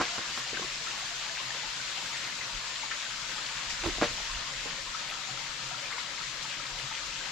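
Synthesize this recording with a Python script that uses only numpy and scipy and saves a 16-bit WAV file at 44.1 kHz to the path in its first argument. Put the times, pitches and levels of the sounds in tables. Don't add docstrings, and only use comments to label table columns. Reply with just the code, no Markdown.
import sys
import numpy as np
from scipy import signal
from scipy.fft import rfft, irfft, next_fast_len
from scipy.io import wavfile
from scipy.ndimage import uniform_filter1d, map_coordinates

SR = 44100
rng = np.random.default_rng(int(sys.argv[2]) if len(sys.argv) > 2 else 0)


def transcribe(u):
    v = np.clip(np.atleast_2d(u).T, -1, 1)
    q = np.round(v * 32767).astype(np.int16)
    wavfile.write(sys.argv[1], SR, q)


N = 322371
TIME = np.arange(N) / SR

# time_s, balance_db
STREAM_BALANCE = [(0, -3), (3.4, -1), (4.3, -2.5), (5.2, 0), (7.3, -0.5)]
# time_s, base level_db
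STREAM_LEVEL = [(0, -36.5), (.8, -37.5), (2.1, -37.5), (2.7, -38.5), (4.0, -37), (5.1, -39.5), (7.3, -39)]
# freq_hz, relative level_db
RUSH_COLOUR_LEFT = [(60, -23), (200, -12), (400, -16.5), (650, -9), (850, -9), (950, -6), (2200, 0),
                    (4200, 1), (6000, -4), (7400, -5), (8300, -17), (10000, -30), (15500, -50)]
# freq_hz, width_hz, relative level_db
GROUND_MODES = [(243, 26, -2.5), (341, 20, 0), (473, 20, -3.5), (585, 32, -0.5), (707, 33, -2),
                (1066, 65, -1), (1640, 40, -6)]
# freq_hz, relative level_db
SCRAPE_COLOUR = [(60, -14), (400, -16), (1300, -15), (4000, -22), (8000, -39), (15000, -60)]


def amp(db):
    return 10 ** (np.asarray(db) / 20)


def unit(x):
    return x / np.sqrt(np.mean(x ** 2) + 1e-20)


def fade(t, t60):
    return amp(-60 * t / t60)


def along(points, hz):
    f, v = np.transpose(points)
    return np.interp(np.log(hz + 1), np.log(f + 1), v)


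def over_time(rows):
    s, v = np.transpose(rows)
    return np.interp(TIME, s, v)


def wobble(rate):
    knots = rng.standard_normal(int(N * rate / SR) + 4)
    return map_coordinates(knots, [TIME * rate], mode="nearest")


def filtered(x, response):
    size = x.shape[-1]
    m = next_fast_len(size + 8192)
    return irfft(rfft(x, m) * response(np.fft.rfftfreq(m, 1 / SR)), m)[..., :size]


def resonances(modes, f):
    total = 0
    for k, (centre, width, db) in enumerate(modes):
        mode = 1j * f * width / (centre * centre - f * f + 1j * f * width)
        total = total + (-1) ** k * amp(db) * mode
    return total


def panned(balance_db):
    return amp(np.array([[.5], [-.5]]) * balance_db)


def add(track, s, sound):
    part = track[:, max(0, round(s * SR)):][:, :sound.shape[-1]]
    part += sound[..., :part.shape[-1]]


def diffuse(pair):
    # freq_hz, left-right correlation
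    likeness = [(130, 0.95), (300, 0.84), (700, 0.84), (1400, 0.67), (2600, 0.42), (4400, 0.24),
                (7000, 0.069), (12000, -0.27)]

    def mid_side(hz):
        turn = np.arccos(np.clip(along(likeness, hz), -1, 1)) / 2
        return np.array([np.cos(turn), np.sin(turn)])

    mid, side = filtered(pair, mid_side)
    return unit(np.array([mid + side, mid - side]))


def churn(patchy_db):
    hz, _, z = signal.stft(rng.standard_normal((2, N)), SR, nperseg=512)
    field = uniform_filter1d(rng.standard_normal(z.shape[1:]), size=6, axis=0)
    field = uniform_filter1d(field, size=9, axis=1)
    depth = along([(200, 0.71), (1300, 1.0), (4000, 0.31), (9000, 0.95)], hz)[:, None]
    patches = z * amp(patchy_db * depth * unit(field))
    return diffuse(signal.istft(patches, nperseg=512)[1][:, :N])


def bubble(t, hz, cycles, glide):
    life = cycles / hz
    tone = np.sin(2 * np.pi * hz * t * (1 + glide * np.minimum(t / life, 1)))
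    return tone * fade(t, life) * (1 - np.exp(-t * hz / 2))


def babble(centre_hz, spread, cycles, scatter_db, count, size):
    chance = rng.random((count, 3))
    hz = np.clip(centre_hz * np.exp(spread * rng.standard_normal((count, 1))), 420, 7300)
    vigour = np.minimum(-np.log(chance[:, 1:2]), 2.5)
    strength = amp(scatter_db * vigour + along(RUSH_COLOUR_LEFT, hz))
    rings = strength * bubble(np.arange(size) / SR, hz, cycles, glide=0.084)
    at = (chance[:, :1] * N).astype(int) + np.arange(size)
    sides = panned(5 + 12 * (chance[:, 2] - .5))
    return unit(np.array([np.bincount(at.ravel(), (rings * g[:, None]).ravel(), N)[:N] for g in sides]))


def cave(x, wet_db):
    # freq_hz, t60_s
    wall_decay = [(130, 0.18), (1000, 0.37), (4000, 0.17), (12000, 0.091)]
    hz, t, z = signal.stft(rng.standard_normal((2, SR // 2)), SR, nperseg=256)
    tail = signal.istft(z * fade(t, along(wall_decay, hz)[:, None]), SR, nperseg=256)[1]
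    tail = np.pad(tail / np.linalg.norm(tail[0]), ((0, 0), (180, 0)))
    return x + amp(wet_db) * signal.fftconvolve(x, tail, axes=1)[:, :N]


def handling():
    # freq_hz, relative level_db
    thrum_colour = [(10, -28), (25, -1), (40, -1), (62, -13.5), (82, -14), (105, -15.5), (300, -28),
                    (1000, -64)]
    # middle_s, level_db, length_s
    jolt_rows = [(0.014, -52, .06), (.65, -61, 0.083), (2.57, -53, 0.063), (3.706, -48.5, 0.11),
                 (3.868, -44, 0.12), (4.044, -45, 0.23), (4.346, -44, 0.099), (4.6, -58, 0.59),
                 (6.95, -65, 0.6)]
    tremor_db, unsteady_db = -61.5, -1.2
    thrum = unit(filtered(churn(patchy_db=1.5), lambda hz: amp(along(thrum_colour, hz))))
    tremor = amp(tremor_db + unsteady_db * wobble(8))
    jolts = sum(amp(db) * np.exp(-(2 * (TIME - s) / length) ** 2) for s, db, length in jolt_rows)
    return (tremor + jolts) * thrum * panned(-4.5)


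def hollows_hum():
    # freq_hz, width_hz, relative level_db
    hollow_modes = [(128.3, 14.8, 3), (181, 49, -7.5), (292, 45, -7), (545, 43, -5), (927, 33, -1.5),
                    (1293, 72, -2.5)]
    # time_s, level_db
    hum_level = [(0, -52.5), (1.6, -55), (2.25, -51), (2.7, -54.5), (5.2, -51.5), (5.55, -52), (6.1, -51.5),
                 (7.3, -50.5)]

    def response(hz):
        return resonances(hollow_modes, hz) * panned(along([(200, 2.0), (1000, 6.1)], hz))

    ringing = unit(filtered(churn(patchy_db=3), response))
    return amp(over_time(hum_level)) * ringing


def fine_spray(level_db):
    # freq_hz, relative level_db
    spray_colour = [(5000, -17), (9000, 1.5), (12300, -1.5), (13500, -7.5), (15600, -16)]
    under_stream_db, swell_db, flutter_db = -25, 0.5, 1.1
    mist = unit(filtered(churn(patchy_db=2.2), lambda hz: amp(along(spray_colour, hz))))
    spray_db = level_db + under_stream_db + swell_db * wobble(2.87) + flutter_db * wobble(26)
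    return amp(spray_db) * mist * panned(1.4)


def stream():
    # freq_hz, relative level_db
    colour_right = [(60, -25), (200, -13), (400, -18), (650, -13), (850, -19), (950, -8.5), (2200, -10),
                    (4200, -8), (7400, -8), (8200, -25), (10000, -33), (15500, -55)]
    level_db = over_time(STREAM_LEVEL) + 0.082 * wobble(8.2) + 0.33 * wobble(26)

    def ears(hz):
        return amp([along(RUSH_COLOUR_LEFT, hz), along(colour_right, hz)])

    rush = unit(filtered(churn(patchy_db=2.0), ears))
    glugs = babble(717, spread=0.25, cycles=68, scatter_db=-1.0, count=36, size=3500)
    gurgle = babble(1400, spread=0.4316, cycles=61, scatter_db=2.0, count=1300, size=2000)
    fizz = babble(3307, spread=0.392, cycles=17.0, scatter_db=5.5, count=3500, size=500)
    swarm = cave(amp(-26) * glugs + amp(-16.0) * gurgle + amp(-11.5) * fizz, wet_db=-0.5)
    water = amp(level_db) * (amp(1.5) * rush + swarm)
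    return water * panned(over_time(STREAM_BALANCE)) + fine_spray(level_db) + hollows_hum()


def trickle():
    under_stream_db, surge_db, surge_knots_per_s = -11, 4.5, 19
    drops = babble(2760, spread=0.508, cycles=10, scatter_db=6.5, count=5000, size=400)
    surges = unit(drops * amp(surge_db * wobble(surge_knots_per_s)))
    return amp(over_time(STREAM_LEVEL) + under_stream_db) * surges * panned(over_time(STREAM_BALANCE))


def plops():
    # start_s, pitch_hz, level_db (before the common trim)
    bubble_rows = [(.09, 1380, -28), (.132, 697, -38), (.155, 692, -33), (.571, 1540, -22.5),
                   (.625, 1070, -31), (.757, 5100, -22), (.868, 1305, -26.5), (.914, 2720, -25),
                   (1.022, 780, -38), (1.256, 861, -34.5), (1.294, 1690, -27), (1.398, 1044, -30),
                   (1.505, 1790, -24), (1.633, 863, -32.5), (1.8, 1510, -27), (1.976, 775, -36),
                   (2.058, 1600, -28), (2.075, 1720, -35), (2.273, 2100, -26), (2.298, 1730, -26.5),
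                   (2.325, 2000, -29), (2.41, 2020, -23.5), (2.43, 1920, -32), (2.495, 930, -33),
                   (2.828, 2150, -26.5), (2.832, 892, -29), (2.913, 1800, -25), (3.063, 1520, -30),
                   (3.319, 1510, -33), (3.359, 855, -36), (3.38, 1230, -29), (3.51, 884, -36),
                   (4.296, 1055, -29.5), (4.348, 2820, -25.5), (4.37, 1370, -31), (4.537, 1830, -31),
                   (4.654, 816, -37), (4.783, 534, -36.5), (4.87, 1050, -31), (4.947, 1286, -24),
                   (5.125, 1290, -31), (5.288, 748, -35.5), (5.373, 1355, -29), (5.713, 742, -35),
                   (5.71, 1310, -32), (5.728, 950, -35), (5.743, 1350, -30), (5.857, 2380, -24.5),
                   (5.925, 2090, -24.5), (5.935, 1120, -33), (5.977, 970, -36), (5.983, 2130, -23.5),
                   (6, 1400, -32), (6.18, 2150, -28), (6.21, 1290, -31), (6.237, 1930, -32),
                   (6.449, 900, -34), (6.598, 1290, -29.5), (6.787, 3030, -27), (6.911, 1275, -31),
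                   (6.913, 880, -33), (7.1, 2400, -30), (7.124, 2670, -27), (7.163, 2670, -29),
                   (7.21, 1580, -28)]
    trim_db = -1.5
    out, t = np.zeros((2, N)), np.arange(SR // 8) / SR
    for s, hz, db in bubble_rows:
        add(out, s, amp(db + trim_db) * bubble(t, hz, cycles=47.5, glide=0.036) * panned(7.2))
    return cave(out, wet_db=-7.0)


def splashes():
    # start_s, level_db (before rise and decay), centre_hz, rise_s
    splash_rows = [(.045, -42, 1800, .02), (.392, -46, 2300, .008), (.538, -35.5, 2000, 0.0063),
                   (1.384, -36.5, 3500, .008), (1.925, -38.5, 2900, .053), (2.755, -36.5, 3400, .003),
                   (2.908, -34, 1590, .0071), (2.91, -36, 2400, .006), (3.694, -35.5, 5070, 0.0072),
                   (3.699, -36.5, 2270, .0056), (5.88, -39.5, 1410, 0.044), (5.975, -37.5, 1240, 0.0051),
                   (6.171, -46, 1910, .008), (6.423, -40, 5600, .004), (6.784, -41, 3200, .004)]
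    t60_s = 0.14
    out, t = np.zeros((2, N)), np.arange(SR // 3) / SR
    for s, db, centre_hz, rise in splash_rows:
        noise = diffuse(rng.standard_normal((2, len(t))))
        burst = filtered(noise, lambda hz: np.exp(-(np.log2((hz + 1) / centre_hz) / 0.5) ** 2))
        envelope = np.minimum(t / rise, 1) * fade(np.maximum(t - rise, 0), t60_s)
        add(out, s, amp(db) * unit(burst) * envelope * panned(5.2))
    return cave(out, wet_db=-12)


def grit():
    # start_s, level_db, length_s
    crunch_rows = [(0.363, -53, 0.041), (2.04, -63, .1), (3.695, -61, .02), (3.85, -60, .05),
                   (4.03, -57, .04), (5.09, -58, .025), (6.425, -64, .02)]
    colour = [(1000, -20), (5000, 2), (12000, 5), (15500, -17)]  # freq_hz, relative level_db
    press = sum(amp(db) * np.exp(-(2 * (TIME - s) / length - 1) ** 2) for s, db, length in crunch_rows)
    snaps = rng.standard_normal((2, N)) * (rng.random(N) < .04)
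    return press * unit(filtered(snaps, lambda hz: amp(along(colour, hz))))


def scuff():
    # freq_hz, width_hz, relative level_db
    heel_modes = [(84, 26, -3), (238, 35, -6.5), (347, 22, 3), (633, 45, -14), (950, 60, -16)]
    middle_s, length_s, level_db = 3.872, 0.054, -32
    rasp_lead_s = 0.012
    slips = rng.standard_normal(N) * (rng.random(N) < .04)

    def press(s):
        return np.exp(-(2 * (TIME - s) / length_s) ** 2)

    hollow = unit(filtered(slips, lambda hz: resonances(heel_modes, hz))) * press(middle_s)
    rasp = unit(filtered(slips, lambda hz: amp(along(SCRAPE_COLOUR, hz)))) * press(middle_s - rasp_lead_s)
    return cave(amp(level_db) * (hollow + amp(-4.5) * rasp) * panned(-6), wet_db=-20)


def crush(rise, low_hz, high_hz):
    # freq_hz, relative level_db
    sole_colour = [(30, -13), (85, 2), (170, 2.5), (240, -0.5), (700, -10), (1400, -1.5), (2600, -2),
                   (5000, -3), (7500, -7), (9000, -28), (15500, -47)]
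    t60_s = 0.12
    t = np.arange(SR // 3) / SR
    pebbles = rng.choice([-1, 1], len(t)) * (rng.random(len(t)) < .15)
    rattle = unit(pebbles) + 0.23 * rng.standard_normal((2, len(t)))
    release = rise + 0.0072 + 0.63 * rise
    push = np.minimum(t / rise, 1) * fade(np.maximum(t - release, 0), t60_s)

    def response(hz):
        ring = sum(resonances([mode], hz) for mode in GROUND_MODES)
        reach = 1 / np.sqrt((1 + (hz / high_hz) ** 4) * (1 + (low_hz / (hz + 1)) ** 4))
        return (amp(along(sole_colour, hz)) + 1.2 * ring) * reach

    tread = unit(filtered(rattle * push, response))
    return tread * np.sqrt(np.mean(push ** 2))


def steps():
    step_rows = [(0, -27.5, 0.0013, 260, 1170, 0.5), (.179, -41.5, 0.0022, 330, 1500, -1),
                 (.374, -43, 0.0039, 280, 1600, 1), (.54, -48, 0.0025, 300, 480, 1),
                 (.61, -42, 0.0031, 280, 440, 0), (1.541, -41.5, 0.0032, 500, 1500, 2),
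                 (4.016, -27.5, 0.0032, 170, 1500, 2), (4.03, -31.5, .006, 190, 2900, 1),
                 (4.653, -47, 0.0024, 257, 800, -18)]
    slide_delay_s, slide_rise_s, slide_db = 0.0091, 0.0068, -6
    slide_low_hz, slide_high_hz = 900, 4570
    out = np.zeros((2, N))
    for s, db, rise, low_hz, high_hz, side_db in step_rows:
        weight = amp(db) * panned(side_db)
        add(out, s, weight * crush(rise, low_hz, high_hz))
        slide = crush(slide_rise_s, slide_low_hz, slide_high_hz)
        add(out, s + slide_delay_s, weight * amp(slide_db) * slide)
    return cave(out, wet_db=-16.5)


def knocks():
    # start_s, level_db, clack pitch_hz (large stone = low),
    # ground ring_db relative to the clack, balance_db
    knock_rows = [(.0119, -8, 1330, -30, -5), (.0156, -12, 900, -37, 3), (.0186, -14, 1300, -38, 0),
                  (.025, -19, 1150, -34, 0), (.0355, -17, 3000, -42, 0), (.1812, -19, 1210, -30, -3),
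                  (.184, -25.5, 1000, -26, -1), (.189, -19, 1400, -37, -1), (.1905, -24, 620, -26, -1),
                  (.376, -20, 1250, -33, 1), (.3775, -19, 3500, -36, 1), (.531, -23.5, 420, -28, -1),
                  (.574, -30, 350, -30, 0), (.595, -23, 457, -25, 1), (.645, -28, 370, -29, 1),
                  (3.842, -20, 680, -32, -2), (3.851, -21, 1200, -34, -2), (3.859, -25, 450, -30, -2),
                  (3.863, -22, 1000, -32, -2), (3.876, -20, 346, -36, -2), (3.8855, -20.5, 335, -36, 5),
                  (3.896, -30, 330, -36, -2), (3.983, -22.5, 700, -20, 1), (4.0144, -9, 1260, -23.5, 0),
                  (4.0208, -13, 2300, -43, 0), (4.0218, -10.5, 666, -18.5, -3), (4.0236, -19, 1500, -39, 0),
                  (4.028, -13.5, 900, -21, -1), (4.0335, -22, 1900, -42, 0), (4.0378, -14.5, 1690, -32, 3),
                  (4.041, -25, 990, -30, 0), (4.0448, -22, 2600, -36, 0), (4.051, -17, 3200, -36, 0),
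                  (4.06, -23, 2300, -36, 1), (4.078, -23, 1200, -38, 0), (4.183, -26, 850, -36, 0),
                  (4.203, -25.5, 800, -34, 0)]
    clack_cycles, clack_rise_cycles = 7.8, 0.63
    crack_db, crack_t60_s, edge_rise_s = -12.5, 0.0067, 0.00056
    mute_s = 0.055
    out, t = np.zeros((2, N)), np.arange(SR // 5) / SR
    edge = np.sin(np.pi / 2 * np.minimum(t / edge_rise_s, 1)) ** 2
    for s, db, hz, ring_db, side_db in knock_rows:
        onset = 1 - np.exp(-t * hz / clack_rise_cycles)
        clack = np.sin(2 * np.pi * hz * t) * fade(t, clack_cycles / hz) * onset
        noise = rng.standard_normal(len(t))
        crack = unit(filtered(noise, lambda f: amp(along(SCRAPE_COLOUR, f)))) * fade(t, crack_t60_s)
        ring = 0
        for f, width, mode_db in GROUND_MODES:
            tone = np.sin(2 * np.pi * (f * t + rng.random())) * np.exp(-np.pi * width * t)
            ring = ring + amp(mode_db + rng.normal(0, 2.0)) * tone
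        body = amp(crack_db) * crack + amp(ring_db) * ring * np.exp(-(t / mute_s) ** 2)
        add(out, s, amp(db) * (clack + edge * body) * panned(side_db))
    return cave(out, wet_db=-17.5)


def scene():
    water = stream() + trickle() + plops() + splashes()
    feet = grit() + scuff() + steps() + knocks()
    return handling() + water + feet


def record(dry):
    return filtered(dry, lambda hz: hz < 15680)


dry = scene()
out = record(dry)
transcribe(out)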